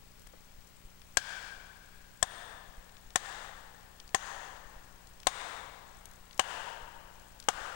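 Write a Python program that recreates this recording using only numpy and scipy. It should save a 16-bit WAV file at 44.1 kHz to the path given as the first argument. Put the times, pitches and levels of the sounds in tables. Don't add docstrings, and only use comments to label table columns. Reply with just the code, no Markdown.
import sys
import numpy as np
from scipy import signal
from scipy.fft import rfft, irfft
from scipy.io import wavfile
from scipy.ndimage import uniform_filter1d

SR = 44100
rng = np.random.default_rng(int(sys.argv[2]) if len(sys.argv) > 2 else 0)


def transcribe(u):
    v = np.clip(np.atleast_2d(u).T, -1, 1)
    q = np.round(v * 32767).astype(np.int16)
    wavfile.write(sys.argv[1], SR, q)


N = 341775


def gain_of(db):
    return 10 ** (np.asarray(db) / 20)


def spectrum_at(points, hz):
    knots_hz, *columns = np.transpose(points)
    return np.array([np.interp(np.log(hz + 1), np.log(knots_hz + 1), column) for column in columns])


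def add(mix, start_s, sound):
    part = mix[..., round(start_s * SR):][..., :sound.shape[-1]]
    part += sound[..., :part.shape[-1]]


def pulse(decay_s):
    u = np.arange(round(8 * decay_s * SR)) / (decay_s * SR)
    shape = u * np.exp(-u) * (1 - 0.37 * u)
    return shape / shape.max()


# frequency_hz, left_db, right_db
HISS_SPECTRUM = [(10, -72, -70.5), (25, -73.5, -83), (49.5, -86.5, -89.5), (98, -88, -92), (239, -99, -100),
                 (497, -95, -113), (940, -94, -123), (1800, -96, -126), (4560, -100, -127),
                 (5800, -101, -126), (8800, -102, -124), (9950, -106, -127), (13200, -108, -126),
                 (15300, -108, -123), (15600, -107, -112), (15780, -106, -108), (15900, -122, -125),
                 (16400, -135, -138)]
# frequency_hz, correlation
HISS_CORRELATION = [(30, 0.73), (130, 0.25), (300, 0.23), (600, 0)]


def hiss():
    frames, hz = N // 512 + 5, np.fft.rfftfreq(2048, 1 / SR)
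    a, b, c, d = rng.standard_normal((frames, 1025, 4)).T
    correlation = spectrum_at(HISS_CORRELATION, hz).T
    left = a + 1j * b
    right = correlation * left + np.sqrt(1 - correlation ** 2) * (c + 1j * d)
    bass_drift_db = 2.1 * uniform_filter1d(rng.standard_normal(frames), size=4) * (hz < 90)[:, None]
    level_db = spectrum_at(HISS_SPECTRUM, hz)[:, :, None] + bass_drift_db + 15.5
    spectra = np.array([left, right]) * gain_of(level_db)
    return signal.istft(spectra, nperseg=2048, noverlap=1536)[1][:, :N]


FRAME_HZ = 29.9695


def frame_harmonic(number, left_db, right_db):
    t = np.arange(N) / SR - .0065
    return np.sqrt(2) * gain_of([[left_db], [right_db]]) * np.cos(2 * np.pi * number * FRAME_HZ * t)


# harmonic_number, left_db, right_db
HUM_PARTIALS = [(1, -78, -72), (2, -68, -71), (3, -71, -86), (4, -73, -74), (5, -101, -81), (6, -67, -79.5),
                (8, -75, -82.5), (9, -82.5, -94), (10, -83, -87.5), (11, -105, -96), (12, -78.5, -93),
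                (14, -78, -94), (18, -78.5, -99), (20, -89, -100), (22, -88, -103), (24, -92, -105),
                (28, -91, -110)]


def hum():
    return -sum(frame_harmonic(*partial) for partial in HUM_PARTIALS)


WHINE_LEVELS = [-69, -85, -89, -84, -83, -104, -89]


def whine():
    near = [(525 - 2 * i, db) for i, db in enumerate(WHINE_LEVELS)]
    far = [(511 - 2 * i, -100 - 0.3 * i) for i in range(40)]
    return sum(frame_harmonic(number, db - 5, db + 0.5) for number, db in near + far)


# start_s, left_db, right_db, polarity
TAPE_THUMPS = [(0.584, -41.5, -62, 1), (0.85, -42, -43, 1), (2.69, -40.5, -58, -1), (2.781, -44, -41.5, 1),
               (4.656, -41.5, -65, -1), (4.763, -42.5, -43.5, 1), (6.613, -42, -64, -1),
               (6.828, -40.5, -42, 1), (7.613, -41, -58, -1)]


def thumps(first_beat_s=.043, beat_period_s=.5005, beat_db=-52.5):
    out = np.zeros((2, N))
    for start_s in np.arange(first_beat_s, N / SR, beat_period_s):
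        add(out, start_s, gain_of(beat_db) * pulse(decay_s=0.0085))
    for start_s, left_db, right_db, polarity in TAPE_THUMPS:
        add(out, start_s, polarity * gain_of([[left_db], [right_db]]) * pulse(decay_s=0.0075))
    return out


def tick(level_db, centre_hz, q):
    t = np.arange(1500) / SR
    b, a = signal.iirpeak(centre_hz, q, SR)
    puff = signal.lfilter(b, a, signal.lfilter(b, a, rng.standard_normal(len(t))))
    t60_s = 0.013 + 22 / centre_hz
    attack = np.minimum(t / 0.00073, 1)
    return puff / puff.std() * attack * gain_of(level_db - 60 * t / t60_s)


# start_s, level_db, centre_hz
GEAR_TICKS = [(0.195, -45, 8840), (0.219, -45, 8820), (0.268, -43.5, 1400), (0.271, -39.5, 6850),
              (.334, -45.5, 410), (0.671, -50, 8910), (1.017, -43, 2520), (2.8935, -47, 3300),
              (2.968, -45, 2760), (3.1043, -42, 3110), (4.0001, -35.5, 4400), (4.077, -43, 5500),
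              (4.091, -44, 4000), (4.5634, -45, 3260), (5.0712, -43, 5840), (5.201, -41, 4640),
              (5.231, -39.5, 2970), (6.0555, -33, 6850), (6.113, -44, 8130), (6.135, -46, 8340),
              (6.1594, -47, 8150), (6.3094, -42, 3370), (6.33, -42, 3730), (6.3444, -47, 7140),
              (6.377, -36, 8000), (7.197, -46, 6550), (7.4, -33, 6100), (7.425, -39.5, 4000),
              (7.44, -46, 6500)]


def gear_and_chips(faint_ticks_per_s=36):
    out = np.zeros(N)
    for start_s, level_db, centre_hz in GEAR_TICKS:
        add(out, start_s, tick(level_db, centre_hz, q=0.73))
    for when, faintness, pitch in rng.random((round(faint_ticks_per_s * N / SR), 3)):
        add(out, when * N / SR, tick(-50 - 8 * faintness, 6000 + 3000 * pitch, q=3.0))
    return signal.lfilter(*signal.butter(2, 10500, fs=SR), out)


BLOW_SAMPLES, CONTACT_S = 4096, .0012
# frequency_hz, level_db
CRACK_SPECTRUM = [(200, -85), (600, -7.5), (1500, -10), (3500, -13), (5500, 5), (8000, 10), (9800, -5),
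                  (13000, -17), (16500, -42)]


def crack(level_db, rise_s=.0012, t60_s=.015):
    colour_db = spectrum_at(CRACK_SPECTRUM, np.fft.rfftfreq(BLOW_SAMPLES, 1 / SR))[0]
    noise = irfft(rfft(rng.standard_normal(BLOW_SAMPLES)) * gain_of(colour_db))
    age = np.maximum(np.arange(BLOW_SAMPLES) / SR - CONTACT_S, 0)
    return noise / noise.std() * np.minimum(age / rise_s, 1) * gain_of(level_db - 60 * age / t60_s)


# pitch_hz, t60_s, close_width_hz, forest_width_hz, close_level_db, forest_level_db
MODES = [(400, 0.025, 41, 100, -35, -91), (533, 0.016, 90, 138, -19, -77),
         (743, 0.045, 50, 120, -17.5, -72.5), (900, 0.022, 14, 91, -31, -72.5),
         (1065, 0.039, 23, 294, -20, -73.5), (1532, 0.03, 230, 570, -21.5, -73),
         (1798, 0.021, 300, 470, -18.5, -76.5), (2100, 0.0099, 120, 680, -25, -83),
         (2816, 0.026, 330, 490, -22.5, -80.5), (3367, 0.021, 490, 900, -17, -80.5),
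         (4730, 0.044, 1300, 2100, -26.5, -86), (6435, 0.074, 400, 1500, -30.5, -86),
         (7280, 0.0073, 700, 660, -40, -85), (8510, 0.024, 910, 1200, -25, -86.5)]
STEEL_MODES = [0, 0, 0, 0, 0, 1, 1, 1, 0, 1, 0, 1, 0, 1]


def ring(pitch_hz, level_db, sharpness):
    t, hz = np.arange(BLOW_SAMPLES) / SR, pitch_hz[:, None]
    t60_s, width_hz = np.transpose(MODES)[1:3, :, None]
    age = np.maximum(t - CONTACT_S * np.sqrt(hz / 8000), 0)
    wander = np.sqrt(2 * np.pi * width_hz / sharpness / SR) * rng.standard_normal(age.shape)
    phase = 2 * np.pi * hz * age + np.cumsum(wander * (age > 0), axis=1)
    attack = 1 - np.exp(-age / 0.00063)
    return -(gain_of(level_db[:, None] - 60 * age / t60_s) * attack * np.sin(phase)).sum(0)


def excite_modes(ring_db, tilt_db_per_octave, *favoured_modes):
    hz, *_, close_db, forest_db = np.transpose(MODES)
    pitch_hz, favour_db = hz.copy(), np.zeros(len(hz))
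    for mode_hz, boost_db in np.reshape(favoured_modes, (-1, 2)):
        nearest = np.argmin(abs(np.log(hz / mode_hz)))
        pitch_hz[nearest], favour_db[nearest] = mode_hz, boost_db
    lift_db = ring_db + tilt_db_per_octave * np.log2(hz / 1500) + favour_db
    close_lift_db = 0.91 * lift_db + 0.34 * favour_db
    sharpness = np.exp(.11 * favour_db * STEEL_MODES)[:, None]
    return pitch_hz, close_db + close_lift_db, forest_db + lift_db, sharpness


# level_db, slope_db_per_s
ECHO_DECAYS = [
    [(16.5, -1400), (10, -500)],
    [(7, -37.5), (9, -56.5)],
    [(-7.5, -13.5), (-16.5, -14.5)],
]
# frequency_hz, relative_level_db
FOLIAGE_SPECTRUM = [(150, -22), (350, -15), (700, -3), (1300, -2), (2300, -13.5), (4000, -14),
                    (6000, -18.5), (8800, -20), (10000, -27), (16000, -44)]
# delay_s, boost_db, spread_s
TREE_STANDS = [(0.044, 1.5, 0.008), (0.122, 0.5, 0.033), (.3, 1.5, .035)]


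def forest_echo(pitch_hz, level_db, sharpness, swell_s=0.18):
    hz, t, noise = signal.stft(rng.standard_normal(round(1.2 * SR)), SR, nperseg=1024, noverlap=896)
    width_hz = np.transpose(MODES)[3, :, None] / sharpness
    detuning = (hz - pitch_hz[:, None]) / width_hz
    mode_power = np.sqrt(sharpness) * gain_of(level_db[:, None]) ** 2 / (1 + 2 * detuning ** 2) ** 2
    foliage_power = gain_of(np.mean(level_db[:7]) + spectrum_at(FOLIAGE_SPECTRUM, hz)[0]) ** 2
    colour = np.sqrt((mode_power.sum(0) + foliage_power) * SR / 2)[:, None]
    ground, trunks, slopes = [gain_of(row[:, :1] + row[:, 1:] * t) ** 2 for row in np.array(ECHO_DECAYS)]
    swell = 1 - np.exp(-(t / swell_s) ** 2.02)
    low_db, high_db = 10 * np.log10(ground + swell * (trunks + slopes) + 1e-12)
    decades = np.clip(np.log10((hz + 1) / 700), -.3, 1.2)[:, None]
    envelope_db = (1 - decades) * low_db + decades * high_db
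    for delay_s, boost_db, spread_s in TREE_STANDS:
        envelope_db += boost_db * np.exp(-((t - delay_s) / spread_s) ** 2)
    wash = signal.istft(noise * colour * gain_of(envelope_db), SR, nperseg=1024, noverlap=896)[1]
    return wash * np.minimum(np.arange(len(wash)) / SR / 0.012, 1)


# pitch_hz, boost_db
AXE_BLOWS = [(1.171, -8, -35, -3.5, 1, 1585, 11.3, 2330, 10, 3314, 5.1, 4664, 7.4),
             (2.2273, -10.5, -31, -4, -1.05, 1744, 7.9, 3480, 6.6, 8680, 7.9, 730, 1.9),
             (3.1579, -8.5, -45, -0.76, 0.25, 1793, 6.1, 3540, 2, 840, 3, 7340, 1.5),
             (4.1464, -12, -43, -0.6, -0.3, 1044, 3.4, 1770, 6.5, 6480, 6.1, 754, 1.9),
             (5.2698, -10, -39, 2, -0.6, 1048, 2.8, 3610, 3.9, 8530, 3.1, 2150, 5.7),
             (6.395, -13.5, -36, 1.5, -0.96, 936, 8, 2885, 8.1, 1550, 2.6, 561, 2.3),
             (7.4863, -12.5, -44, 1, -1.5, 1198, 1.6667, 1468, 4.5, 2830, 2.6, 764, 1.2)]


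def axe():
    out = np.zeros(N)
    for start_s, crack_db, push_db, *landing in AXE_BLOWS:
        pitch_hz, close_db, forest_db, sharpness = excite_modes(*landing)
        add(out, start_s - CONTACT_S, crack(crack_db) + ring(pitch_hz, close_db, sharpness))
        add(out, start_s + 0.0029, -gain_of(push_db) * pulse(decay_s=0.0032))
        add(out, start_s + .003, forest_echo(pitch_hz, forest_db, sharpness))
    return out


def scene():
    microphone = axe() + gear_and_chips()
    leak = gain_of(-35.5) * signal.lfilter(*signal.butter(1, 5000, "high", fs=SR), microphone)
    return np.array([microphone, leak]) + hiss() + hum() + whine() + thumps()


def record(dry):
    lowpass = signal.firwin(511, 16500, window=("kaiser", 9), fs=SR)
    return signal.oaconvolve(dry, lowpass[None], "same")


dry = scene()
out = record(dry)
transcribe(out)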